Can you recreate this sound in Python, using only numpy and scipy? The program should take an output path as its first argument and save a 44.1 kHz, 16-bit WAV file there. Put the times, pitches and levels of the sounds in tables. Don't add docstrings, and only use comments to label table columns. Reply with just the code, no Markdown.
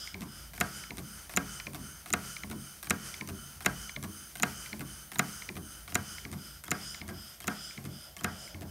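import sys
import numpy as np
from scipy import signal
from scipy.fft import rfft, irfft, next_fast_len
from scipy.io import wavfile
from scipy.ndimage import uniform_filter1d

SR = 44100
rng = np.random.default_rng(int(sys.argv[2]) if len(sys.argv) > 2 else 0)


def digitize_waveform(pressure):
    field = np.atleast_2d(pressure).T
    bounded = np.clip(field, -1, 1)
    quanta = np.round(bounded * 32767).astype(np.int16)
    wavfile.write(sys.argv[1], SR, quanta)


def gain_from_decibels(decibels):
    exponent = np.asarray(decibels, float) / 20
    return 10 ** exponent


N = 383669
TURN_S, CUT_S = .7635, .298

# (time [s], strength [dB], tick of the slack just before [dB])
KNOCKS = [(0.6101, -15, -15), (1.3716, -14.5, -11), (2.1359, -14, -11), (2.9064, -14, -10.5),
          (3.6609, -13, -38), (4.4317, -13.5, -11), (5.1933, -13, -18), (5.9537, -15, -13.5),
          (6.715, -17.5, -16), (7.4792, -19.8, -21), (8.2439, -20.5, -25)]
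# (time [s], opening [dB], seats after [s], seating [dB])
VALVES = [(0.534, -42.5, .0434, -40), (1.294, -39.5, 0.043, -39), (2.0589, -40.5, .0442, -38),
          (2.828, -38, 0.042, -37), (3.6054, -39.5, 0.042, -35), (4.354, -38.5, 0.044, -37),
          (5.117, -38.5, 0.04, -37), (5.877, -40.5, .0446, -38.5), (6.638, -40.5, 0.042, -38),
          (7.4028, -43, 0.039, -42), (8.166, -43.5, 0.043, -41.5)]
# (time [s], cut-off [dB], link [dB])
CUTS = [(0.1423, -38, -40), (0.9055, -37, -41.5), (1.6678, -35.5, -37.5), (2.434, -36.5, -38),
        (3.2093, -35, -38.5), (3.9618, -35.5, -37.5), (4.7286, -34.5, -44), (5.489, -35.5, -39),
        (6.2502, -38, -41), (7.0138, -39.5, -42), (7.776, -41.5, -46.5), (8.544, -44, -48)]
# (frequency [Hz], level [dB], t60 [s])
PIN_MODES = [(5920, -13, 0.006), (6940, -1.5, 0.0056), (8400, -3, 0.0021), (10240, -12, 0.0014),
             (11900, -6, 0.003), (14520, -8, 0.002), (14720, -16, .004)]
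# (frequency [Hz], level [dB], t60 [s])
FRAME_MODES = [(639.8, -23.5, 0.11), (735, -8.5, 0.035), (813, -21.5, 0.18), (926, -12.5, 0.027),
               (1130, -17.5, 0.098), (1247, -4, 0.02), (1316, -31, .25), (1459, -7.5, 0.031),
               (1612, -6.5, 0.035), (1690, -27, 0.03), (1938, -2, 0.004), (2134, -2.5, 0.022),
               (2359, -3, 0.0057), (2551, -6, 0.015), (2774, -11, 0.0077), (3390, -11.5, 0.0041),
               (3869, -5.5, 0.0089)]
# (frequency [Hz], level [dB], t60 [s])
BASE_MODES = [(88, -10, 0.58), (139.4, -8.5, 0.97), (180, -7.5, 0.42), (203.3, -1, 0.075),
              (215.8, -5.5, 0.53), (280.5, -10, 0.4), (313.6, -11.5, 0.47), (371.3, -9.5, 0.12),
              (494, -18, 0.093)]


def crank_knock():
    # (frequency [Hz], level [dB], t60 [s])
    bed_modes = [(80.7, -29, 0.19), (133.4, -13, 0.68), (176.6, -12, 0.66), (207.7, 6.5, 0.056),
                 (207, -10, 0.64), (278.4, -7.5, 0.25), (363.5, -3.5, 0.069), (414.7, -17, 0.36),
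                 (481, -11, 0.2)]
    pin_s, pin_db, _ = np.transpose(KNOCKS)
    rows = contacts("knock", pin_s, pin_db)
    tick = strike(rows, column=1, modes=PIN_MODES, late_s=-.0002, cycles=8., scatter_db=1.,
                  detune=.008, crack_db=-7, fresh=.5)
    ring = strike(rows, column=2, modes=FRAME_MODES, late_s=-.0001, cycles=10.5, scatter_db=1.6,
                  detune=0.0032, crack_db=-7, fresh=.3)
    thump = strike(rows, column=3, modes=bed_modes, late_s=-0.00308, cycles=3.0, scatter_db=0.7,
                   detune=.001, crack_db=-23, fresh=0.38)
    return tick, ring, thump


def pin_slack():
    lead_s, ring_db = .0081, -36
    pin_s, pin_db, slack_db = np.transpose(KNOCKS)
    rows = list(zip(pin_s - lead_s, slack_db, pin_db + ring_db))
    for s, tick_db, frame_db, _ in contacts("knock", pin_s, pin_db):
        rows.append((s - .0024, tick_db - 17, frame_db - 16))
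    tick = strike(rows, column=1, modes=PIN_MODES, late_s=.0001, cycles=6., scatter_db=8.0,
                  detune=0.019, crack_db=-5.5, fresh=0.96)
    return tick * gain_from_decibels(-4.5), loose_frame(rows), 0


def slide_valve():
    # (time after the first blow [s], level [dB])
    bounces = [
        (.0055, -3),
        (.010, -20),
        (.016, -5),
    ]
    open_s, open_db, seat_s, seat_db = np.transpose(VALVES)
    opening = contacts("valve", open_s, open_db)
    chatter = []
    for s, tick_db, ring_db, thump_db in opening:
        for after_s, db in bounces:
            chatter.append((s + after_s, tick_db + db, ring_db + db - 5, thump_db + db))
    return rod_joints(opening + chatter + contacts("seat", open_s + seat_s, seat_db))


def beam():
    # (time [s], level [dB])
    landings = [(0.2179, -38.5), (0.9817, -36.5), (1.7461, -35.5), (2.5118, -36), (3.2878, -35.5),
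                (4.0366, -35), (4.8064, -35.5), (5.5658, -36.5), (6.327, -37.5), (7.088, -37.5),
                (7.8514, -41.5), (8.6188, -41.5)]
    # (time after landing [s], level [dB])
    rattle = [
        (.006, -6),
        (.011, -8),
        (.019, -17),
    ]
    lift_lag_s, settle_lag_s, settle_db = .0652, 0.016, -5.5
    land_s, beam_db = np.transpose(landings)
    cut_s = np.array(CUTS)[:, 0]
    lift = contacts("lift", cut_s + lift_lag_s, beam_db)
    land = contacts("land", land_s, beam_db)
    rattles = []
    for s, tick_db, ring_db, thump_db in land:
        for after_s, db in rattle:
            rattles.append((s + after_s, tick_db + db + 1, ring_db + db, thump_db + db))
    tick, ring, thump = rod_joints(lift + land + rattles)
    return tick, ring + lever_stop(list(zip(land_s + settle_lag_s, beam_db + settle_db))), thump


def cut_off_lever():
    # (frequency [Hz], level [dB], t60 [s])
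    stud_modes = [(3720, 2, 0.014), (4370, -14, 0.014), (5870, 7, 0.0069), (6850, -18, 0.0036)]
    # (frequency [Hz], level [dB], t60 [s])
    lever_modes = [(1007.6, -14.5, 0.03), (1650, -10, 0.016), (1857, -6, 0.014), (2120, 2, 0.014),
                   (2270, 1.5, 0.017), (2600, -8, 0.012), (3335, -13, 0.012), (4023, -10, 0.012)]
    link_lead_s = .0688
    cut_s, cut_db, link_db = np.transpose(CUTS)
    cut = contacts("cut", cut_s, cut_db)
    rows = contacts("link", cut_s - link_lead_s, link_db) + cut
    tick = strike(rows, column=1, modes=stud_modes, late_s=.0001, cycles=1.9, scatter_db=4.5,
                  detune=0.054, crack_db=5, fresh=0.88)
    ring = strike(rows, column=2, modes=lever_modes, late_s=-0.00023, cycles=10.0, scatter_db=2.5,
                  detune=0.021, crack_db=-7.5, fresh=0.61)
    rebound = lever_stop([(s + .010, ring_db - 3) for s, _, ring_db, _ in cut])
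    return tick * gain_from_decibels(4.5), ring * gain_from_decibels(8.5) + rebound, loose_base(rows)


def rod_joints(rows):
    # (frequency [Hz], level [dB], t60 [s])
    rod_modes = [(3700, -6, 0.0055), (6160, 2, 0.0078), (8300, 8, .005), (9800, 2.5, 0.012),
                 (13000, 8, 0.0073), (13700, -4, 0.0047)]
    tick = strike(rows, column=1, modes=rod_modes, late_s=.0001, cycles=5.8, scatter_db=3.0,
                  detune=0.066, crack_db=-2, fresh=0.88)
    return tick * gain_from_decibels(5.5), loose_frame(rows), loose_base(rows)


def lever_stop(rows):
    # (frequency [Hz], level [dB], t60 [s])
    stop_modes = [(378.7, -4, 0.12), (655, 1, 0.031), (905, 1.5, 0.024), (1085, -3, 0.073),
                  (1485, -22, .03)]
    return strike(rows, column=1, modes=stop_modes, late_s=0, cycles=2.8, scatter_db=4.5,
                  detune=0.045, crack_db=-9.5, fresh=0.59)


def loose_frame(rows):
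    return gain_from_decibels(6.0) * strike(rows, column=2, modes=FRAME_MODES, late_s=0.00019, cycles=6., scatter_db=3.0,
                             detune=0.041, crack_db=-5.5, fresh=0.89)


def loose_base(rows):
    return gain_from_decibels(4.5) * strike(rows, column=3, modes=BASE_MODES, late_s=-0.0011, cycles=1.7, scatter_db=2.5,
                             detune=0.016, crack_db=-16.5, fresh=1.0)


def contacts(part, s, db):
    # (steel tick [dB], casting ring [dB], base thump [dB]) over its strength
    parts = dict(knock=(1.5, 0, -11.5), valve=(3.5, -0.7, -16.5), seat=(0.83, 0, -8), link=(-1, 0, -32),
             cut=(-2.5, 0, -9), lift=(-1.3, -11, -9), land=(-0.85, -3.3, -8))
    thump_share, tick_scatter_db = 0.37, 2.5
    tick, ring, thump = parts[part]
    loose = 0 if part == "knock" else tick_scatter_db * rng.standard_normal(len(s))
    thump_db = db.mean() + thump_share * (db - db.mean()) + thump
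    return list(zip(s, db + tick + loose, db + ring, thump_db))


def strike(blows, column, modes, late_s, cycles, scatter_db, detune, crack_db, fresh):
    out = np.zeros(N + SR)
    hz, db, t60 = np.transpose(modes)[:, :, None]
    rise = cycles / np.sqrt(hz * hz.max())
    t = np.arange(int(SR * (.75 * t60.max() + rise.max()))) / SR
    sign = (-1.) ** np.arange(len(hz))[:, None]
    build = np.sin(np.pi / 2 * np.minimum(t / rise, 1)) ** 2
    shape = sign * build * gain_from_decibels(db - 60 * np.maximum(t - rise, 0) / t60)
    band = signal.butter(2, [0.8 * hz.min(), min(0.82 * hz.max(), .4 * SR)], "band", fs=SR)
    crack = gain_from_decibels(crack_db) * np.sqrt(np.sum(shape ** 2, axis=0))
    usual = np.sqrt(1 - min(fresh, 1) ** 2) * rng.standard_normal(len(t))
    for row in blows:
        pitch, level = rng.standard_normal((2, len(hz), 1))
        grit = usual + fresh * rng.standard_normal(len(t))
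        tones = np.sin(2 * np.pi * hz * (1 + detune * pitch) * t)
        ring = np.sum(shape * gain_from_decibels(scatter_db * level) * tones, axis=0)
        ring += signal.lfilter(*band, crack * grit) * np.sqrt(SR / 2 / hz.max())
        i = int((row[0] + late_s) * SR)
        out[i:i + len(t)] += gain_from_decibels(row[column]) * ring / np.abs(ring).max()
    return out[:N]


def crank():
    valve_s = .6865
    knock, cut, valve = (np.array(table)[:, 0] for table in (KNOCKS, CUTS, VALVES))
    s = np.r_[knock[0] - TURN_S, knock, knock[-1] + TURN_S, cut, valve]
    turns = np.arange(len(knock) + 2) * TURN_S
    angle = np.r_[turns, turns[:len(cut)] + CUT_S, turns[:len(valve)] + valve_s]
    return np.interp(np.arange(N) / SR, np.sort(s), np.sort(angle)) % TURN_S


def air(turn, far):
    # (frequency [Hz], width [Hz], up stroke [dB], down stroke [dB],
    # change when far [dB], share of the swell with piston speed [ratio])
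    ports = [(1403, 208, 0.5, -2, -9, 1), (3029, 100, 2, -2, -8, 1), (3260, 480, -15.5, -20, 6.5, 0.85),
             (5020, 220, -2.5, -6.5, 5, 1.5), (5810, 610, -8, -17.5, -5, 1.5),
             (6263, 240, -1, -3, -15.5, 0.89), (7660, 820, -12.5, -18, -5, 2.1),
             (8500, 320, -4.5, -5.5, -9, 1.37), (9560, 360, -9.5, -5, -25, 0.36),
             (10750, 430, -11.5, -10, -15, 1.5), (12130, 630, -33, -17.5, 0.5, 0.27)]
    # (frequency [Hz], density [dB])
    leak_shape = [(300, -0.5), (500, -9), (1200, -9.5), (2200, -5), (4000, -13.5), (4600, -5), (6000, -6),
                  (7500, -10), (9500, -5.5), (11000, -10), (13000, -7.5)]
    # (frequency [Hz], density [dB])
    seep_shape = [(3000, -1), (9000, -3), (12000, -0.5), (14500, 7), (15750, 0), (15900, -38), (16900, -40)]
    seep_db = -56.5
    hiss_db, leak_db = hiss_level(turn), leak_level(turn)
    down = np.clip((turn - CUT_S) / 0.023, 0, 1)
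    flow = cylinder(turn, far)
    for hz, width, up_db, down_db, far_db, swell in ports:
        db = up_db + (down_db - up_db) * down + far_db * far
        db = db + (swell - 1) * (hiss_db - hiss_db.max()) + 0.7 * walk(12)
        flow = flow + gain_from_decibels(db) * np.sqrt(width / 1500) * peak(hz, width)
    leak = gain_from_decibels(leak_db - 7.4 * far + 1.5 * walk(20)) * noise(leak_shape)
    seep_level = seep_db + 0.34 * (leak_db - leak_db.mean()) - 8.4 * far + 0.6 * walk(9.3)
    return gain_from_decibels(hiss_db) * flow + leak + gain_from_decibels(seep_level) * noise(seep_shape)


def cylinder(turn, far):
    # (from [s], to [s] after the knock, from [Hz], to [Hz], width [Hz],
    # level [dB], change when far [dB])
    slides = [(.10, 0.257, 8420, 9550, 260, -2, -7), (.11, 0.21, 6530, 7100, 220, -4, -4),
              (.17, 0.305, 7400, 6550, 163, -14, 8), (.11, 0.216, 9600, 10600, 199, -4.5, -11),
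              (.40, 0.596, 8800, 9800, 147, -3, -10), (.46, 0.655, 8570, 9840, 150, -22, 14),
              (.43, .62, 10180, 10700, 203, -11, -21), (.70, .728, 8400, 8500, 120, 14, -22),
              (.70, .73, 13000, 13200, 300, 0, -4), (.70, 0.72, 5300, 5250, 180, -1, 7),
              (.70, 0.727, 3120, 3210, 120, 3, 6)]
    out = 0
    for start, end, from_hz, to_hz, width, db, far_db in slides:
        way = np.clip((turn - start) / (end - start), 0, 1)
        hz = (from_hz + (to_hz - from_hz) * way) * (1 + 0.02 * walk(1.4))
        flutter = signal.lfilter(*signal.butter(2, width / 2, fs=SR), rng.standard_normal((2, N)))
        carrier = np.exp(2j * np.pi * np.cumsum(hz) / SR)
        tone = np.real((flutter[0] + 1j * flutter[1]) * carrier) / flutter.std()
        level = gain_from_decibels(db + far_db * far + 2.0 * walk(3.1)) * np.sqrt(width / 1500)
        out = out + level * np.sin(np.pi * way) * tone
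    return out


def hiss_level(turn):
    # (start [s], full [s], closing [s], end [s], level [dB])
    hiss = [
        (0.0036, 0.18, 0.15, 0.38, -44),
        (0.381, 0.49, 0.53, 0.71, -45.5),
        (0.3, 0.36, .378, 0.395, -50),
        (0.71, 0.708, 0.824, 0.823, -55.5),
    ]
    shut_s, shut_db = .012, -10
    db = swells(turn, hiss, sharp=1.52, shut_db=-67.5)
    up_end_s = hiss[0][3]
    return db + shut_db * np.clip(np.minimum(turn - CUT_S, up_end_s - turn) / shut_s, 0, 1)


def leak_level(turn):
    # (start [s], full [s], closing [s], end [s], level [dB])
    leaks = [
        (-0.031, 0.041, 0.17, 0.34, -52),
        (.36, 0.49, .39, 0.396, -55),
        (0.31, 0.52, 0.59, 0.686, -57.5),
        (.688, 0.77, 0.67, .74, -47.5),
        (.755, .759, 0.747, .77, -38.5),
    ]
    return swells(turn, leaks, sharp=0.73, shut_db=-62.5)


def swells(turn, rows, sharp, shut_db):
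    out = gain_from_decibels(shut_db)
    for start, full, closing, end, db in rows:
        s = (turn - start) % TURN_S + start
        opening = (s - start) / max(full - start, 1e-3)
        shutting = (end - s) / max(end - closing, 1e-3)
        way = np.clip(np.minimum(opening, shutting), 0, 1)
        out = out + gain_from_decibels(db) * np.sin(np.pi / 2 * way) ** sharp
    return 20 * np.log10(out)


def shudder(turn):
    shake = 0
    for hz, mode_db, t60 in BASE_MODES:
        db = mode_db - 6.5 * np.log2(hz / 200) + 2.6 * walk(13)
        shake = shake + gain_from_decibels(db) * peak(hz, 6 / t60)
    return gain_from_decibels(jolts(turn)) * shake / shake.std()


def jolts(turn):
    # (time after the knock [s], level [dB])
    reversals = [
        (0, -37.5),
        (.306, -42.5),
        (0.372, -42.5),
        (0.412, -48.5),
        (.74, -51.5),
    ]
    rise_s, fall_db_per_s = 0.017, 139
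    out = 1e-5
    for s, db in reversals:
        age = (turn - s + rise_s) % TURN_S
        out = out + gain_from_decibels(db - fall_db_per_s * age) * np.minimum(age / rise_s, 1)
    return 20 * np.log10(out)


def hand():
    # (time [s], distance [0 near - 1 far], air level [dB])
    phone = [(0, 0.89, 3.5), (.5, 0.4, 0.5), (1.2, 0.083, -1), (5.0, 0.033, -1), (5.8, 0.015, -1.5),
             (6.5, 0.61, 2), (7.2, 0.97, 4), (7.9, 0.8, 2.5), (8.2, 1, 2.5), (8.35, 0.85, 0.5),
             (8.7, 0.53, -1)]
    s, distance, air_db = np.transpose(phone)
    t = np.arange(N) / SR
    return np.interp(t, s, distance), np.interp(t, s, air_db)


def echo(x):
    t60_s, top_hz = 0.32, 1680
    t = np.arange(int(.5 * SR)) / SR
    tail = rng.standard_normal(len(t)) * gain_from_decibels(-60 * t / t60_s) * np.clip(t / 0.00073, 0, 1)
    tail = signal.lfilter(*signal.butter(4, top_hz, fs=SR), tail)
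    return signal.fftconvolve(x, tail / np.sqrt(np.sum(tail ** 2)))[:N]


def house():
    # (frequency [Hz], density [dB])
    room_shape = [(25, -32), (40, -15.5), (58, 8.5), (70, -10), (84, 2.5), (108, -21), (136, -4.5),
                  (200, -11.5), (400, -30), (800, -25), (2000, -28), (2800, -55)]
    # (time [s], level [dB])
    drone = [
        (0, -71),
        (5.2, -74),
        (7.3, -73),
        (7.9, -64),
        (8.2, -67),
        (8.35, -59.5),
        (8.7, -59.5),
    ]
    room_db, swell_db = -56.5, 2.
    drone_db = np.interp(np.arange(N) / SR, *np.transpose(drone))
    hum = gain_from_decibels(room_db + swell_db * walk(3.004)) * noise(room_shape)
    return hum + gain_from_decibels(drone_db + 1.5 * walk(28)) * peak(628, 160)


def noise(shape):
    hz, db = np.transpose(shape)
    size = next_fast_len(N)
    f = np.maximum(np.arange(size // 2 + 1) * SR / size, 1)
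    gain = gain_from_decibels(np.interp(np.log(f), np.log(hz), db, -80, -80))
    x = irfft(rfft(rng.standard_normal(size)) * gain, size)[:N]
    return x / x.std()


def peak(hz, width):
    ba = signal.iirpeak(hz, hz / width / 1.55, SR)
    x = signal.lfilter(*ba, signal.lfilter(*ba, rng.standard_normal(N)))
    return x / x.std()


def walk(rate):
    k = int(SR / rate)
    steps = np.repeat(rng.standard_normal(N // k + 1), k)
    return 1.63 * uniform_filter1d(uniform_filter1d(steps, k), k)[:N]


def scene():
    echo_db, echo_far_db = -18, 7.5
    turn = crank()
    far, air_db = hand()
    mechanisms = [crank_knock(), pin_slack(), slide_valve(), beam(), cut_off_lever()]
    ticks, ring, thump = (sum(layer) for layer in zip(*mechanisms))
    thump = signal.lfilter(*signal.butter(2, 65, "high", fs=SR), thump)
    tail = echo((ticks + ring) * gain_from_decibels(echo_db + echo_far_db * far))
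    engine = ticks + ring + thump + tail + gain_from_decibels(air_db) * air(turn, far) + shudder(turn)
    return (engine + house())[None]


def top_cut(x):
    return signal.sosfilt(signal.butter(12, 16990, fs=SR, output="sos"), x)


def record(dry):
    low_pass = signal.ellip(5, .2, 17, 15900, fs=SR, output="sos")
    mix = signal.sosfilt(low_pass, dry)
    return top_cut(mix)


dry = scene()
out = record(dry)
digitize_waveform(out)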